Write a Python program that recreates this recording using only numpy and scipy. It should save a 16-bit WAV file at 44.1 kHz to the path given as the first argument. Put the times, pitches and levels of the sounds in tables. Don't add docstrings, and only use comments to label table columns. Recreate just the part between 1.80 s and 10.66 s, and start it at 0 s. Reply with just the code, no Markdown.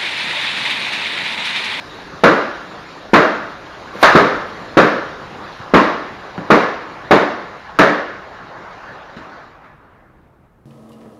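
import sys
import numpy as np
from scipy import signal
from scipy.fft import rfft, irfft, next_fast_len
from scipy.io import wavfile
from scipy.ndimage import uniform_filter1d

SR = 44100
rng = np.random.default_rng(int(sys.argv[2]) if len(sys.argv) > 2 else 0)


def to_wav(s):
    ch = np.atleast_2d(s).T
    pcm = np.round(np.clip(ch, -1, 1) * 32767)
    wavfile.write(sys.argv[1], SR, pcm.astype(np.int16))


def rack_gain(trim_db):
    fader = np.asarray(trim_db, float)
    return 10 ** (fader / 20)


N = 390575

# centre_hz, width_hz, boost_db
MODES = [(187, 52, 4), (299, 12, 4.5), (1077, 46, 1.5), (1386, 17, 1), (1720, 26, 3), (2820, 50, 4.5),
         (3820, 150, 2.5)]
# start_s, first_wave_period_ms, ring_db, floor_bounce_hz, wall_bounce_hz
IGNITION = (2.2281, 1.33, -3, 800, 1449)


def evened(x):
    return x / np.sqrt(np.mean(x ** 2) + 1e-20)


def read(points, hz):
    f, value = np.transpose(points)
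    return np.interp(np.log(hz + 1), np.log(f + 1), value)


def along(rows, column):
    rows = np.array(rows)
    return np.interp(np.arange(N) / SR, rows[:, 0], rows[:, column])


def add(mix, start_s, sound):
    part = mix[round(start_s * SR):][:len(sound)]
    part += sound[:len(part)]


def bells(rows, hz):
    return sum(db * np.exp(-((hz - f) / width) ** 2) for f, width, db in rows)


def coloured(x, db_at):
    size = next_fast_len(len(x) + 4096)
    gain = rack_gain(db_at(np.fft.rfftfreq(size, 1 / SR)))
    return irfft(rfft(x, size) * gain, size)[:len(x)]


def noise(db_at, patchy_db, flicker_db):
    frames, hz = N // 256 + 5, np.fft.rfftfreq(1024, 1 / SR)
    real, imag, patches = rng.standard_normal((frames, 513, 3)).T
    patches = uniform_filter1d(patches, size=10, axis=0)
    patches = evened(uniform_filter1d(patches, size=10, axis=1))
    flicker = evened(uniform_filter1d(rng.standard_normal(frames), size=4))
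    level_db = db_at(hz)[:, None] + patchy_db * patches + flicker_db * flicker
    z = (real + 1j * imag) * rack_gain(level_db)
    return signal.istft(z, nperseg=1024, noverlap=768)[1][:N]


def outdoors():
    # freq_hz, level_db_per_hz
    rumble = [(15, -35), (25, -5.5), (54, -4.5), (81, -10), (125, -5), (154, -14), (207, -11.5),
              (1210, -25.5), (7090, -60.5), (11800, -54), (15000, -52)]
    return rack_gain(-51) * evened(noise(lambda hz: read(rumble, hz), patchy_db=1, flicker_db=-1.0))


def flare():
    # time_s, level_db
    catching = [
        (2.12, -40.5),
        (2.18, -48),
        (2.205, -35.5),
        (2.22, -23),
        (2.229, -25),
    ]
    rush_db = [(300, -7), (1500, 5.0), (4000, -6.0), (7000, -14.0), (12000, -11.5), (15000, -20.5)]
    rush = noise(lambda hz: read(rush_db, hz), patchy_db=2, flicker_db=1.5)
    t = np.arange(N) / SR
    burning = np.clip((t - catching[0][0]) / 0.037, 0, 1) * (t < catching[-1][0])
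    return rack_gain(along(catching, 1)) * evened(rush) * burning


def motor():
    # freq_hz, level_db_per_hz
    jet_spectrum = [(24, -30), (40, -14.5), (86, -10.5), (165, -7.5), (256, -12), (363, -6), (550, -5),
                    (1200, -4.5), (1640, -7.5), (2100, -12), (2900, -17), (4000, -15), (7400, -26.5),
                    (8300, -62.5)]
    # time_s, level_db
    thrust = [(0.0, -36), (.43, -37.5), (.95, -37.5), (1.3, -38.5), (2.1, -37), (2.2, -34), (2.95, -35),
              (3.45, -35.5), (3.65, -34.5), (4.4, -35.5), (5.3, -35.5), (6.5, -37.5), (7.1, -36.5),
              (7.35, -39), (7.55, -39), (7.9, -47), (8.2, -52.5), (8.86, -66.5)]
    # start_s, extra_fizz_db
    coughs = [
        (7.366, 7),
        (7.839, -11),
    ]
    cough_s, steady_db = 0.067, -42
    second_motor_db, second_motor_s = 6, 0.58

    jet = noise(lambda hz: np.maximum(read(jet_spectrum, hz), -60) + bells(MODES, hz),
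                patchy_db=2.0, flicker_db=0.4)
    size = next_fast_len(N)
    hz, spectrum = np.fft.rfftfreq(size, 1 / SR), rfft(jet, size)
    low = read([(350, 1), (750, 0)], hz)
    high = read([(1500, 0), (3600, 1)], hz)
    hiss, fizz, roar = [evened(irfft(spectrum * share, size)[:N]) for share in (1 - low - high, high, low)]

    t, thrust_db = np.arange(N) / SR, along(thrust, 1)
    spent_db = np.maximum(steady_db - thrust_db, 0)
    fizz_db = thrust_db - 7 - 1.14 * t - np.minimum(1.6 * spent_db, 6)
    fizz_db += sum(db * (t > s) * np.exp(-abs(t - s) / cough_s) for s, db in coughs)
    roar_db = thrust_db - 3 - 0.75 * t + 0.48 * spent_db
    since_s = t - IGNITION[0]
    roar_db += second_motor_db * (since_s > 0) * np.exp(-(since_s / second_motor_s) ** 2)
    out = rack_gain(thrust_db) * hiss + rack_gain(fizz_db) * fizz + rack_gain(roar_db) * roar

    sizzle_db = fizz_db - 18 + 0.5 * (fizz_db + 52.5)
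    sizzle = noise(lambda hz: read([(7000, -38.5), (8000, -0.5), (13000, -10.0)], hz),
                   patchy_db=1.0, flicker_db=-1.0)
    return out + rack_gain(sizzle_db) * evened(sizzle)


def wave(ms, cycles, echo_ms, echo_db):
    # delay_ms, level_db
    early = [(4.7, -6.5), (7.5, -10), (11.3, -11.5), (16.5, -14), (23.1, -19), (31.7, -15.5)]
    u = np.arange(cycles * ms * SR / 1000) * 1000 / SR / ms
    shape = -np.sin(2 * np.pi * u) * np.exp(-0.45 * u / cycles) * np.minimum(u / 0.17, 1)
    taps = np.zeros(8192)
    taps[0], taps[int(echo_ms * SR / 1000)] = 1, rack_gain(echo_db)
    spread, sign = rng.uniform(0.85, 1.15, len(early)), rng.choice([-1., 1.], len(early))
    for (delay_ms, level_db), stretch, polarity in zip(early, spread, sign):
        taps[int(delay_ms * stretch * SR / 1000)] = polarity * rack_gain(level_db)
    bass_cut = signal.butter(2, 110, "high", fs=SR)
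    return signal.lfilter(*bass_cut, signal.oaconvolve(taps, shape))


def ring(bass_db, treble_db, echo_ms, favoured=(), size=49152):
    # centre_hz, colour_db, t60_s, build_up_ms
    hall = [(30, -31.5, .3, 12), (71.3, -20.5, 0.22, 12), (146, -4, 0.35, 10), (296, -2, 0.69, 6.6),
            (594, 0.5, 0.69, 9.3), (810, -5.5, 0.74, 3.8), (1160, -2, 0.74, 2.1), (1800, -6, 0.81, 4),
            (2370, -13, 0.74, 2.3), (2970, -22, 0.83, 2.8), (3830, -20.5, 0.71, 2.9),
            (5450, -28.5, 0.81, 2.5), (7000, -31, 0.52, 4.1), (11800, -43.5, 0.46, 2.5)]
    t, hz = np.arange(size) / SR, np.fft.rfftfreq(size, 1 / SR)
    centres_hz, colour_db, t60_s, rise_ms = np.transpose(hall)
    tilt_db = [(250, bass_db), (900, 0.021), (2000, 0.025), (5000, treble_db)]
    colour_db = colour_db + read(tilt_db, centres_hz)
    crowd_db = 1.4 * evened(uniform_filter1d(rng.standard_normal(len(hz)), size=14))
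    colour = rack_gain(read(np.transpose([centres_hz, colour_db]), hz) + bells([*MODES, *favoured], hz) + crowd_db)

    density = np.minimum((9000 + 400000 * t) / SR, 1)
    specks = rng.standard_normal(size) * (rng.random(size) < density) / np.sqrt(density)
    spectrum = rfft(specks) * evened(colour)
    out = np.zeros(size)
    for share, decay_s, rise in zip(np.eye(len(hall)), t60_s, rise_ms):
        band = irfft(spectrum * read(np.transpose([centres_hz, share]), hz), size)
        out += band * rack_gain(-60 * t / decay_s) * (1 - np.exp(-(1000 * t / rise) ** 2))

    laps = 1000 * t / echo_ms
    swells = rack_gain(3 * uniform_filter1d(laps % 1 - 0.5, size=400) * np.exp(-laps / 1.5))
    fresh = 1 + 1.25 * np.exp(-t / 0.023)
    return out * swells * fresh


def crack(ms):
    t = np.arange(900) / SR - ms / 2000
    tear = signal.lfilter([1], [1, -0.6], rng.standard_normal(len(t)))
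    return tear * (t > 0) * np.exp(-t / 0.0031)


def thuds():
    # start_s, period_ms, wave_db, ring_db, bass_db
    soft_thuds = [
        (2.155, 2.3, -18, -34, -1),
        (2.813, 7.5, -27, -41.5, 13.5),
        (2.89, 4.8, -32, -41, 11),
        (3.549, 12.5, -41.5, -38.5, 18.5),
        (3.80, 7.1, -24, -48.5, -2),
        (4.5788, 0.85, -12.5, -41, 1),
        (4.5801, 5, -14, -32.5, 2.5),
        (4.591, 4.2, -14.5, -33, 12),
        (7.366, 6, -24, -37.5, 4),
        (7.839, 1, -33, -45, -14),
    ]
    out = np.zeros(N)
    far_wall_ms, far_wall_db = 68, -16
    for s, ms, wave_db, ring_db, bass_db in soft_thuds:
        add(out, s, -rack_gain(wave_db) * wave(ms, 0.97, far_wall_ms, far_wall_db))
        add(out, s, rack_gain(ring_db) * ring(bass_db, -4, far_wall_ms, size=24576))
    return out


def bangs():
    # start_s, first_wave_period_ms, ring_db, floor_bounce_hz, wall_bounce_hz
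    balloons = [
        (.4361, 1.86, -3.5, 533, 1400),
        (1.3336, 2.6, -2.5, 610, 1400),
        (2.351, 3.1, -4.5, 470, 1300),
        (2.9699, 2.63, -3.5, 543, 1400),
        (3.9371, 2.3, -3.5, 293, 1110),
        (4.7028, 2, -4, 440, 1050),
        (5.3093, 1.76, -4.5, 383, 780),
        (5.9884, 0.76, -3.5, 594, 1680),
    ]
    lap_s, farthest_s = 7, 3.4
    flutter_ms, flutter_loss_db = 1.29, 1.7
    out = np.zeros(N)
    for row in sorted([*balloons, IGNITION]):
        s, ms, ring_db, floor_hz, wall_hz = row
        tear_db, bass_db, treble_db = (-5, -10, 2.9) if row == IGNITION else (-19.5, 2.9, 0)
        cycles = max((flutter_ms / ms) ** 3, 1)
        lap = 2 * np.pi * (s - farthest_s) / lap_s
        echo_ms = 67 + 14 * np.cos(lap)
        echo_db = -11.5 + 5.5 * np.sin(lap / 2)
        favoured = [(f, 0.2 * f, boost_db) for f, boost_db in
                    ((floor_hz, 2.5), (wall_hz, 3.5), (2 * wall_hz, 0))]
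        wave_db = 9 - flutter_loss_db * (cycles - 0.5)
        add(out, s, rack_gain(wave_db) * wave(ms, cycles, echo_ms, echo_db))
        add(out, s, rack_gain(tear_db - 3.7 * np.cos(lap)) * crack(ms))
        add(out, s, rack_gain(ring_db) * ring(bass_db, treble_db, echo_ms, favoured))
    return out


def scene():
    return (outdoors() + flare() + motor() + thuds() + bangs())[None]


def low_pass(x):
    return signal.sosfilt(signal.butter(12, 15610, fs=SR, output="sos"), x)


def record(dry):
    # freq_hz, gain_db
    passband = [(15, -12), (40, 0), (4000, 0)]
    # freq_hz, gain_db
    chain = [(7200, -4.5), (7900, -18.5), (8500, -8), (12800, -4.5), (13500, -18), (14200, -9.5),
             (15300, -19), (15700, -48)]
    knee, ceiling, self_noise_db = 3.5, 1.035, -76.5
    squashed = ceiling * dry / (ceiling ** knee + abs(dry) ** knee) ** (1 / knee)
    bass_cut = coloured(squashed[0], lambda hz: read(passband, hz))
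    clipped = np.clip(bass_cut, -ceiling, ceiling)
    dulled = coloured(clipped, lambda hz: read([*passband[-1:], *chain], hz))
    dulled += rack_gain(self_noise_db) * rng.standard_normal(N)
    return low_pass(np.clip(dulled, -1, 1)[None])


dry = scene()
out = record(dry)
to_wav(out)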